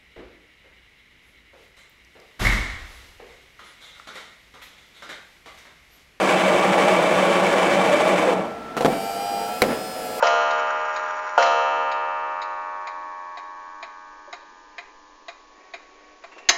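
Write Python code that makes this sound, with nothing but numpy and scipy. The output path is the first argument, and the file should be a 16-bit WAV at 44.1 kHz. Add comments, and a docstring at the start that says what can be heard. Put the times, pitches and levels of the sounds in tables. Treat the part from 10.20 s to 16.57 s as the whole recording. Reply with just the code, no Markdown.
"""A small, quiet kitchen: an antique wooden clock strikes the last two blows of the hour.
A padded hammer thuds on a coiled wire gong, whose partials beat and shimmer as they ring out.
The strike train whirs until it locks; the escapement ticks on in steel, brass and wood.
A hand shuts the glass door, fumbles at the side of the case and snaps the creaky catch home."""
import sys
import numpy as np
from scipy import signal
from scipy.fft import rfft, irfft, next_fast_len
from scipy.io import wavfile
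from scipy.ndimage import uniform_filter1d

SR = 44100
rng = np.random.default_rng(int(sys.argv[2]) if len(sys.argv) > 2 else 0)


def generate_wav(signal):
    """Clip the signal to [-1, 1] and save it as 16-bit WAV at the path in sys.argv[1]."""
    frames = np.transpose(np.atleast_2d(signal))
    scaled = np.clip(frames, -1, 1) * 32767
    pcm = np.round(scaled).astype(np.int16)
    wavfile.write(sys.argv[1], SR, pcm)


N = 280917
T = np.arange(N) / SR

# room tone spectrum: f/Hz, level/dB
ROOM_EQ = [(22, 5), (50, -6.5), (95, -37), (150, -19.5), (270, -5), (450, -1), (720, -5), (1300, -9.5),
           (2300, -11), (3200, -12), (5000, -13.5), (7000, -15), (7450, -41.5)]

# the gong's partials, spaced ever wider because the wire is stiff: f/Hz
GONG_HZ = [253.2, 301.6, 358, 415.2, 476.9, 543.4, 613, 687, 765.1, 846.9, 932.2, 1020.8, 1113, 1208.9,
           1307.6, 1410.9, 1517.1, 1626.9, 1740, 1856.6, 1975.2, 2098.8, 2223.8, 2352.8, 2485.6, 2622.3,
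           2760.5, 2902.3, 3045.9, 3194.1]
# their voicing: first blow level/dB, last blow level/dB, t60/s, twin's offset down/Hz, twin's gain/dB
GONG_VOICING = [(-48, -49.5, 3.8, 2.2, -13), (-54, -54.5, 4, 3.2, -1), (-54, -50, 6.4, 3.9, -3),
                (-44, -48.5, 6.4, 9.8, -8.5), (-28.5, -28.5, 2.67, 4.53, -6), (-31, -26, 3.27, 4.5, -9.5),
                (-23.5, -26, 4.74, 5.3, -24.5), (-17, -17, 1.7, 4.1, -23.5), (-30, -26, 4.16, 4.6, -14.5),
                (-27, -27.5, 6.95, 11, -20.5), (-25.5, -20.5, 5.96, 11, -20), (-29, -31.5, 8.86, 13, -5),
                (-38, -27, 8.63, 10, -19), (-23, -23, 6.22, 13.8, -11), (-29.5, -27, 4.83, 14.1, -3.5),
                (-21, -24, 3.98, 20, -23.5), (-41, -34, 7.7, 16, -13), (-35, -37, 8.3, 11, -13.5),
                (-41, -34.5, 8.3, 17.3, -12.5), (-35.5, -36, 6.75, 18, -11.5),
                (-39.5, -42.5, 7.2, 37, -14.5), (-43, -43, 4.4, 66, -17), (-38, -40.5, 5.9, 40, -21.5),
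                (-43.5, -39, 6.8, 24, -15), (-38, -45, 4.2, 28, -16.5), (-35.5, -32.5, 4, 22, -14),
                (-38, -34.5, 2.95, 30, -12.5), (-36, -39.5, 3.14, 21, -21.5), (-32, -31, 2.1, 28.1, -18),
                (-40.5, -40, 2.5, 18, -9)]
# the wire's short, bright shimmer: f/Hz
SHIMMER_HZ = [3342, 3649, 3803, 3920, 3960, 4121, 4242, 4283, 4408, 4934, 5305, 5530, 5692, 6090, 6295,
              6537, 6931, 7370]
# the same partials: level/dB
SHIMMER_DB = [-37.5, -46, -46.5, -49.5, -40, -44, -44, -40, -52.5, -43, -47.5, -49.5, -41.5, -44, -48,
              -46.5, -46, -70.5]
# partials that swell as the mic drifts through standing waves: f/Hz, period/s, dip t/s, echo share/0-1
SWELLS = [(1020.8, 1.73, 2.33, 0.3), (1113, 2.91, 1.61, 0.68), (1517.1, 3.38, 1.6, .62),
          (1626.9, 3.1, 2.42, .5)]
# spectrum of the coil's weak modes: f/Hz, level/dB
JANGLE_EQ = [(180, -37.5), (300, -21), (450, -7.5), (700, 0), (1400, -3), (1900, -6), (3200, -7),
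             (4200, -4), (5500, -8.5), (7000, -11.5)]

# spectrum of the gears and fan: f/Hz, level/dB
WHIR_EQ = [(150, -50.5), (300, -29.5), (600, -3), (850, -8.5), (1400, 9.5), (1850, -3.5), (2300, -6.5),
           (2700, -14.5), (4200, -21), (5200, -21.5), (5700, -11.5), (6250, -26), (6900, -14),
           (7400, -39.5)]
# hammer blows: t/s, thud level/dB
BLOWS = [(0.0243, -2.5), (1.177, -2)]
# spectrum of the hammer's contact: f/Hz, level/dB
THUD_EQ = [(40, -52), (170, -53), (330, -22.5), (520, 16.5), (750, 1), (1400, 10.5), (1900, -13.5),
           (3200, -27), (7000, -26.5)]
# the backboard under the gong: f/Hz, width/Hz, level/dB
BOARD_MODES = [(556, 48, 0.5), (693, 32, 2.5), (902, 37, 1.5), (1283, 61, 0), (1417, 25, 0)]
# lever drops, the last of which locks the train: t/s, level/dB
LEVER_DROPS = [(.047, -36), (0.068, -20.5), (1.2245, -19)]
# spectrum of a lever's click: f/Hz, level/dB
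LEVER_EQ = [(300, -37.5), (900, -7.5), (2000, 22), (3200, 2), (4200, 10), (5500, 15), (7000, -2.5)]

# a tick's steel pallet, brass plates and wooden case: f/Hz, width/Hz, level/dB
STEEL_MODES = [(3820, 180, 4.5), (4500, 750, -4), (5120, 200, -3), (6665, 100, -2.5)]
BRASS_MODES = [(1600, 94, -5), (2023, 110, 3), (2442, 75, 3.5), (3290, 440, -16)]
CASE_MODES = [(386, 20, -20.5), (696.4, 45.5, 4.5), (1120, 120, -17)]
# spectrum of the case under a tick: f/Hz, level/dB
WOOD_EQ = [(150, -35), (400, -23.5), (700, 0), (900, -5), (1150, 2.5), (1600, -7.5), (2700, -17),
           (6000, -26)]
# the ticks come up as the mic rounds the front of the case: t/s, gain/dB
NEARNESS = [(2.7, -3), (4.3, 0)]
# tick mix with the door open and shut: steel level/dB, brass level/dB, case level/dB
TICK_OPEN_DB, TICK_SHUT_DB = np.array([(-30, -28.5, -38), (-37.5, -29, -31.5)])
# trims for a tock and for a hand damping the case: steel gain/dB, brass gain/dB, case gain/dB
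TOCK_DB, GRIP_DB = np.array([(-1, 3.5, -2.5), (-13.5, -7.5, -3.5)])

# the door meets its frame: t/s, level/dB
DOOR_KNOCKS = [(4.075, -38), (4.218, -46)]
# the wooden frame: f/Hz, width/Hz, level/dB
FRAME_MODES = [(371, 27, -11.5), (576, 42, 1)]
# fingers slide along the case: t/s, hold/s, level/dB
STROKES = [(4.55, 0.15, -65.5), (5.383, 0.53, -58.5), (6.147, .16, -56.5)]
# spectrum of fingers on wood: f/Hz, level/dB
FINGER_EQ = [(60, -49.5), (150, -38), (280, -3), (600, 4.5), (1300, -2), (2000, -3.5), (2750, -3.5),
             (3200, -18.5), (7000, -25)]
# the panel under the fingers: f/Hz, width/Hz, level/dB
PANEL_MODES = [(400, 32, -0.5), (746, 14, 2.5), (1873, 33, -0.5), (2324, 50, -2), (2790, 47, -20)]
# fingers bump the door and catch: t/s, relative level/dB, tilt/(dB per octave)
BUMPS = [(6.022, -49, 0), (6.118, -42, 1.5), (6.162, -41, -3), (6.179, -38, 4)]
# the creaking catch: f/Hz, width/Hz, level/dB
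CREAK_MODES = [(1873, 70, -3), (2470, 90, -6), (2720, 60, 6)]
# the catch snaps and chatters: t/s, level/dB, tilt/(dB per octave)
CATCH_HITS = [(6.2881, -10, 0), (6.2903, -5.5, 3), (6.294, -17, -1.5), (6.2961, -11.5, -2.5),
              (6.306, -43, -13)]
# spectrum of the snap: f/Hz, level/dB
SNAP_EQ = [(30, -29), (150, -35), (350, -1), (700, -12), (1300, 2), (2100, 10.5), (3500, -2.5), (4300, 9),
           (5600, -10), (6300, 11), (7400, -6.5)]
# frame and glass ringing after the snap: f/Hz, width/Hz, level/dB
DOOR_MODES = [(690, 37, 2.5), (1110, 77, -1), (1780, 63, -1), (2020, 46, -15), (2380, 53, -20),
              (2870, 120, -4), (3300, 33, -1), (3800, 80, -8), (4020, 51, -0.5), (4980, 100, -17),
              (5100, 170, -3), (6200, 51, 1), (6740, 120, -10), (6980, 71, -18)]


def undb(db):
    """Decibels to gain."""
    return np.exp(np.asarray(db) * (np.log(10) / 20))


def unit(x):
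    """Scale to rms 1."""
    return x / np.sqrt(np.mean(x ** 2))


def noise(size=SR // 2):
    """White noise."""
    return rng.standard_normal(size)


def wobble(rate_hz, size):
    """Random modulation that glides to a new value rate_hz times a second."""
    return np.interp(T[:size] * rate_hz, np.arange(400), noise(400))


def colour(x, eq, tilt_db=0):
    """Shape x with an EQ curve and a tilt per octave; rms 1."""
    hz, db = np.transpose(eq)
    size = next_fast_len(len(x))
    octave = np.log2(np.maximum(np.fft.rfftfreq(size, 1 / SR), 1))
    gain = undb(np.interp(octave, np.log2(hz), db) + tilt_db * octave)
    return unit(irfft(rfft(x, size) * gain, size)[:len(x)])


def resonate(x, modes):
    """Play x through a resonator bank of alternating polarity."""
    return sum((-1) ** k * undb(db) * signal.lfilter(*signal.iirpeak(hz, hz / width, SR), x)
               for k, (hz, width, db) in enumerate(modes))


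def steady(x, size=400):
    """Level out a noise's chance swells, so the envelope alone sets its dynamics."""
    return x / np.sqrt(uniform_filter1d(x ** 2, size) + 1e-12)


def hit(rise_s, t60_s, tail_db, tail_t60_s=0.52):
    """Contact envelope: sharp attack, quick decay, then the room's tail."""
    t = T[:SR // 2]
    direct, tail = undb(-60 * t / t60_s), undb(tail_db - 60 * t / tail_t60_s)
    return (1 - np.exp(-t / rise_s)) * np.hypot(direct, tail)


def push(start_s, hold_s, db, attack_s, release_s):
    """Pressure envelope: swells up to start_s, holds and dies away."""
    early, late = np.maximum(start_s - T, 0), np.maximum(T - start_s - hold_s, 0)
    return undb(db) * np.exp(-early / attack_s - late / release_s)


def knock(modes, rise_s, detune=0):
    """A wooden body builds up from rest and rings out in its modes; peak 1."""
    t = T[:SR // 2]
    ring = sum((-1) ** k * undb(db) * np.exp(-np.pi * width * t)
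               * np.sin(2 * np.pi * hz * (1 + detune) * t) for k, (hz, width, db) in enumerate(modes))
    ring *= (1 - np.exp(-t / rise_s)) ** 2
    return ring / np.abs(ring).max()


def radiate(x, hz):
    """Low cut: a small wooden case radiates almost nothing below hz."""
    return signal.sosfilt(signal.butter(4, hz, "high", fs=SR, output="sos"), x)


def add(out, s, x):
    """Mix x into out from time s."""
    i = int(s * SR)
    out[i:i + len(x)] += x[:max(N - i, 0)]


def room_tone(hiss_db=-56, hum_db=-66, hum_hz=303):
    """The bed: soft room hiss and a low, wavering hum."""
    hum = steady(resonate(noise(N), [(hum_hz, 0.66, 0)]), size=SR // 2)
    return undb(hum_db) * hum + undb(hiss_db) * colour(noise(N), ROOM_EQ)


def partial(hz, first_db, last_db, t60_s, rise_s=0.0025, flutter_db=0.29):
    """One fluttering mode of the wire, retriggered by each blow; an earlier blow still rings at first."""
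    first, last = BLOWS[0][0], BLOWS[1][0]
    rings = (2 * first - last, first, first_db), (first, last, first_db), (last, N / SR, last_db)
    out = np.zeros(N)
    for start, stop, db in rings:
        end = min(stop, start + 2 * t60_s) + rise_s
        i, j = max(int(start * SR) + 1, 0), min(int(end * SR), N)
        age = T[i:j] - start
        gate = np.clip(np.minimum(age, stop - start + rise_s - age) / rise_s, 0, 1)
        level_db = db - 60 * age / t60_s + flutter_db * wobble(14, j - i)
        out[i:j] += undb(level_db) * gate * np.sin(2 * np.pi * hz * age + rng.uniform(0, 2 * np.pi))
    return out


def shut(t, closing_s=(2.1, 2.8)):
    """How far the door's glass screens the movement from the mic, 0-1."""
    return np.interp(t, closing_s, (0, 1))


def drift(hz, glass_db=-7.5, shade_db=-11, swing_s=3.1, pass_s=0.39):
    """A partial's gain at the moving mic: it phases against its echo, and the door gets in its way."""
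    gain = undb(glass_db * shut(T)) if hz > 2550 else 1  # the glass muffles the highs
    for partial_hz, period_s, dip_s, echo in SWELLS:
        if abs(np.log(partial_hz / hz)) < .03:
            gain = gain * np.abs(1 - echo * np.exp(2j * np.pi * (T - dip_s) / period_s))
    if 1150 < hz < 1570:  # the door swings past and briefly shades the mids
        gain = gain * undb(shade_db * np.exp(-((T - swing_s) / pass_s) ** 2))
    return gain


def gong(twin_t60_ratio=0.97, shimmer_t60_s=1.42, shimmer_twin_db=-13):
    """The coil bends in two planes, so every partial beats against a slightly flat twin."""
    out = np.zeros(N)
    for hz, (first_db, last_db, t60_s, split_hz, twin_db) in zip(GONG_HZ, GONG_VOICING):
        out += drift(hz) * partial(hz, first_db, last_db, t60_s)
        out += partial(hz - split_hz, first_db + twin_db, last_db + twin_db, t60_s * twin_t60_ratio)
    for hz, db in zip(SHIMMER_HZ, SHIMMER_DB):
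        for ratio, level_db in ((1, db), (.99, db + shimmer_twin_db)):
            out += partial(hz * ratio, level_db, level_db, shimmer_t60_s, rise_s=0.014)
    return radiate(out, hz=199)


def jangle(level_db=-35, dark_t60_s=5.2, bright_t60_s=0.72):
    """Countless weak coil modes make a wash between the partials; the bright ones die first."""
    first, last = BLOWS[0][0], BLOWS[1][0]
    age = T - np.select([T >= last, T >= first], [last, first], 2 * first - last)
    wash = undb(level_db) * colour(noise(N), JANGLE_EQ)
    dark = signal.sosfilt(signal.butter(2, 2400, fs=SR, output="sos"), wash)
    return dark * undb(-60 * age / dark_t60_s) + (wash - dark) * undb(-60 * age / bright_t60_s)


def strike_train(level_db=-36, throb_hz=10.5, throb_db=2, tooth_db=3, stop_s=0.032):
    """Gears and fan whir with a toothy grain and a throb until the locking lever drops."""
    teeth = np.repeat(undb(tooth_db * noise(N // 200 + 1)), 200)[:N]
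    running = np.exp(-np.maximum(T - LEVER_DROPS[-1][0], 0) / stop_s)
    throb = throb_db * np.sin(2 * np.pi * throb_hz * T)
    return running * undb(level_db + throb) * colour(noise(N) * teeth, WHIR_EQ)


def hammer(contact_db=-7):
    """The padded hammer lands on the wire and thuds through the backboard."""
    out = np.zeros(N)
    for s, db in BLOWS:
        contact = undb(contact_db) * steady(colour(noise(), THUD_EQ), size=150)
        contact *= hit(rise_s=0.0006, t60_s=0.05, tail_db=-15, tail_t60_s=0.74)
        add(out, s, undb(db) * radiate(knock(BOARD_MODES, rise_s=0.00027) + contact, hz=415))
    return out


def levers():
    """The strike train's levers drop with bright clicks."""
    out = np.zeros(N)
    for s, db in LEVER_DROPS:
        click = colour(noise(), LEVER_EQ) * hit(rise_s=0.00039, t60_s=0.067, tail_db=-19.5)
        add(out, s, undb(db) * click)
    return out


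def beats(first_s=.3055, pendulum_s=.9552, tock_after_s=.4542, grip_s=5.8, scatter_db=.5):
    """Cue and mix of each tick and tock; the shut door dulls the steel and lets the case speak."""
    for tick_s in np.arange(first_s, N / SR, pendulum_s):
        for s, trim_db in ((tick_s, 0), (tick_s + tock_after_s, TOCK_DB)):
            db = (1 - shut(s)) * TICK_OPEN_DB + shut(s) * TICK_SHUT_DB
            db += trim_db + np.interp(s, *np.transpose(NEARNESS)) + (s > grip_s) * GRIP_DB
            if s < N / SR:
                yield s, db + scatter_db * noise(3)


def escapement(wood_db=-4):
    """A tooth drops on the pallet: the steel speaks first, then the brass plates, then the case."""
    out = np.zeros(N)
    for s, (steel_db, brass_db, case_db) in beats():
        steel = steady(resonate(noise(), STEEL_MODES)) * hit(rise_s=0.0019, t60_s=0.088, tail_db=-20)
        brass = steady(resonate(noise(), BRASS_MODES)) * hit(rise_s=0.0052, t60_s=0.073, tail_db=-21.5)
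        body = knock(CASE_MODES, rise_s=0.0066, detune=0.018 * rng.standard_normal())
        body += undb(wood_db) * colour(noise(), WOOD_EQ) * hit(rise_s=0.0029, t60_s=0.12, tail_db=-12)
        add(out, s, undb(steel_db) * steel + undb(brass_db) * brass + undb(case_db) * body)
    return out


def door():
    """The door knocks softly on its wooden frame."""
    out = np.zeros(N)
    for s, db in DOOR_KNOCKS:
        add(out, s, undb(db) * knock(FRAME_MODES, rise_s=0.0043))
    return out


def finger_rub(panel_db=1, waver_db=0.83):
    """Fingers slide with uneven pressure, and their friction sounds the panel."""
    friction = colour(noise(N), FINGER_EQ)
    panel = undb(panel_db) * unit(resonate(noise(N), PANEL_MODES))
    pressure = sum(push(*stroke, attack_s=0.076, release_s=0.069) for stroke in STROKES)
    return pressure * undb(waver_db * wobble(12, N)) * (friction + panel)


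def finger_bumps():
    """Fumbling fingertips tap the door and the catch."""
    out = np.zeros(N)
    for s, db, tilt_db in BUMPS:
        tap = 2 * colour(noise(), FINGER_EQ, tilt_db) * hit(rise_s=0.0063, t60_s=0.075, tail_db=-24)
        add(out, s, undb(db) * tap)
    return out


def catch_creak(slips_per_s=260):
    """The stiff catch sticks and slips as it is pushed, and each slip rings it."""
    slips = (rng.random(N) < slips_per_s / SR).astype(float)
    pressure = push(start_s=6.115, hold_s=0.2, db=-55, attack_s=.008, release_s=.015)
    return pressure * unit(resonate(slips, CREAK_MODES))


def catch_snap(ring_db=-13):
    """The catch snaps home and chatters; its hardest hit sets frame and glass ringing."""
    out = np.zeros(N)
    for s, db, tilt_db in CATCH_HITS:
        snap = undb(db) * steady(colour(noise(), SNAP_EQ, tilt_db), size=90)
        add(out, s, snap * hit(rise_s=0.000067, t60_s=0.057, tail_db=-24, tail_t60_s=0.38))
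    ring = undb(ring_db) * steady(resonate(noise(), DOOR_MODES))
    add(out, CATCH_HITS[1][0], ring * hit(rise_s=0.00035, t60_s=0.12, tail_db=-12, tail_t60_s=0.44))
    return out


def scene(hand_ring_db=6, tick_ring_db=1):
    """The mix: clock and hand over the room tone."""
    ticks = escapement()
    hand = door() + finger_rub() + catch_creak() + finger_bumps() + catch_snap()
    # the gong rings in sympathy: the hand stirs its low partials, the ticks its shimmer
    hand_ring = undb(hand_ring_db) * resonate(hand, [(hz, 3, 0) for hz in GONG_HZ[:24]])
    tick_ring = undb(tick_ring_db) * resonate(ticks, [(hz, 3, 0) for hz in SHIMMER_HZ[:10]])
    bed = room_tone()
    strike = gong() + jangle() + hammer() + levers() + strike_train()
    return (bed + strike + ticks + tick_ring + hand + hand_ring)[None]


def record(dry, mic_hz=7375, ceiling=0.81, top_hz=16000):
    """A narrow-band mic that soft-clips the loudest peaks."""
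    heard = signal.sosfilt(signal.ellip(7, .3, 45, mic_hz, fs=SR, output="sos"), dry)
    heard = signal.sosfilt(signal.ellip(8, .2, 70, 9000, fs=SR, output="sos"), heard)
    clipped = heard / (1 + (heard / ceiling) ** 8) ** (1 / 8)
    return signal.sosfilt(signal.ellip(8, .2, 70, top_hz, fs=SR, output="sos"), clipped)


dry = scene()
out = record(dry)
generate_wav(out)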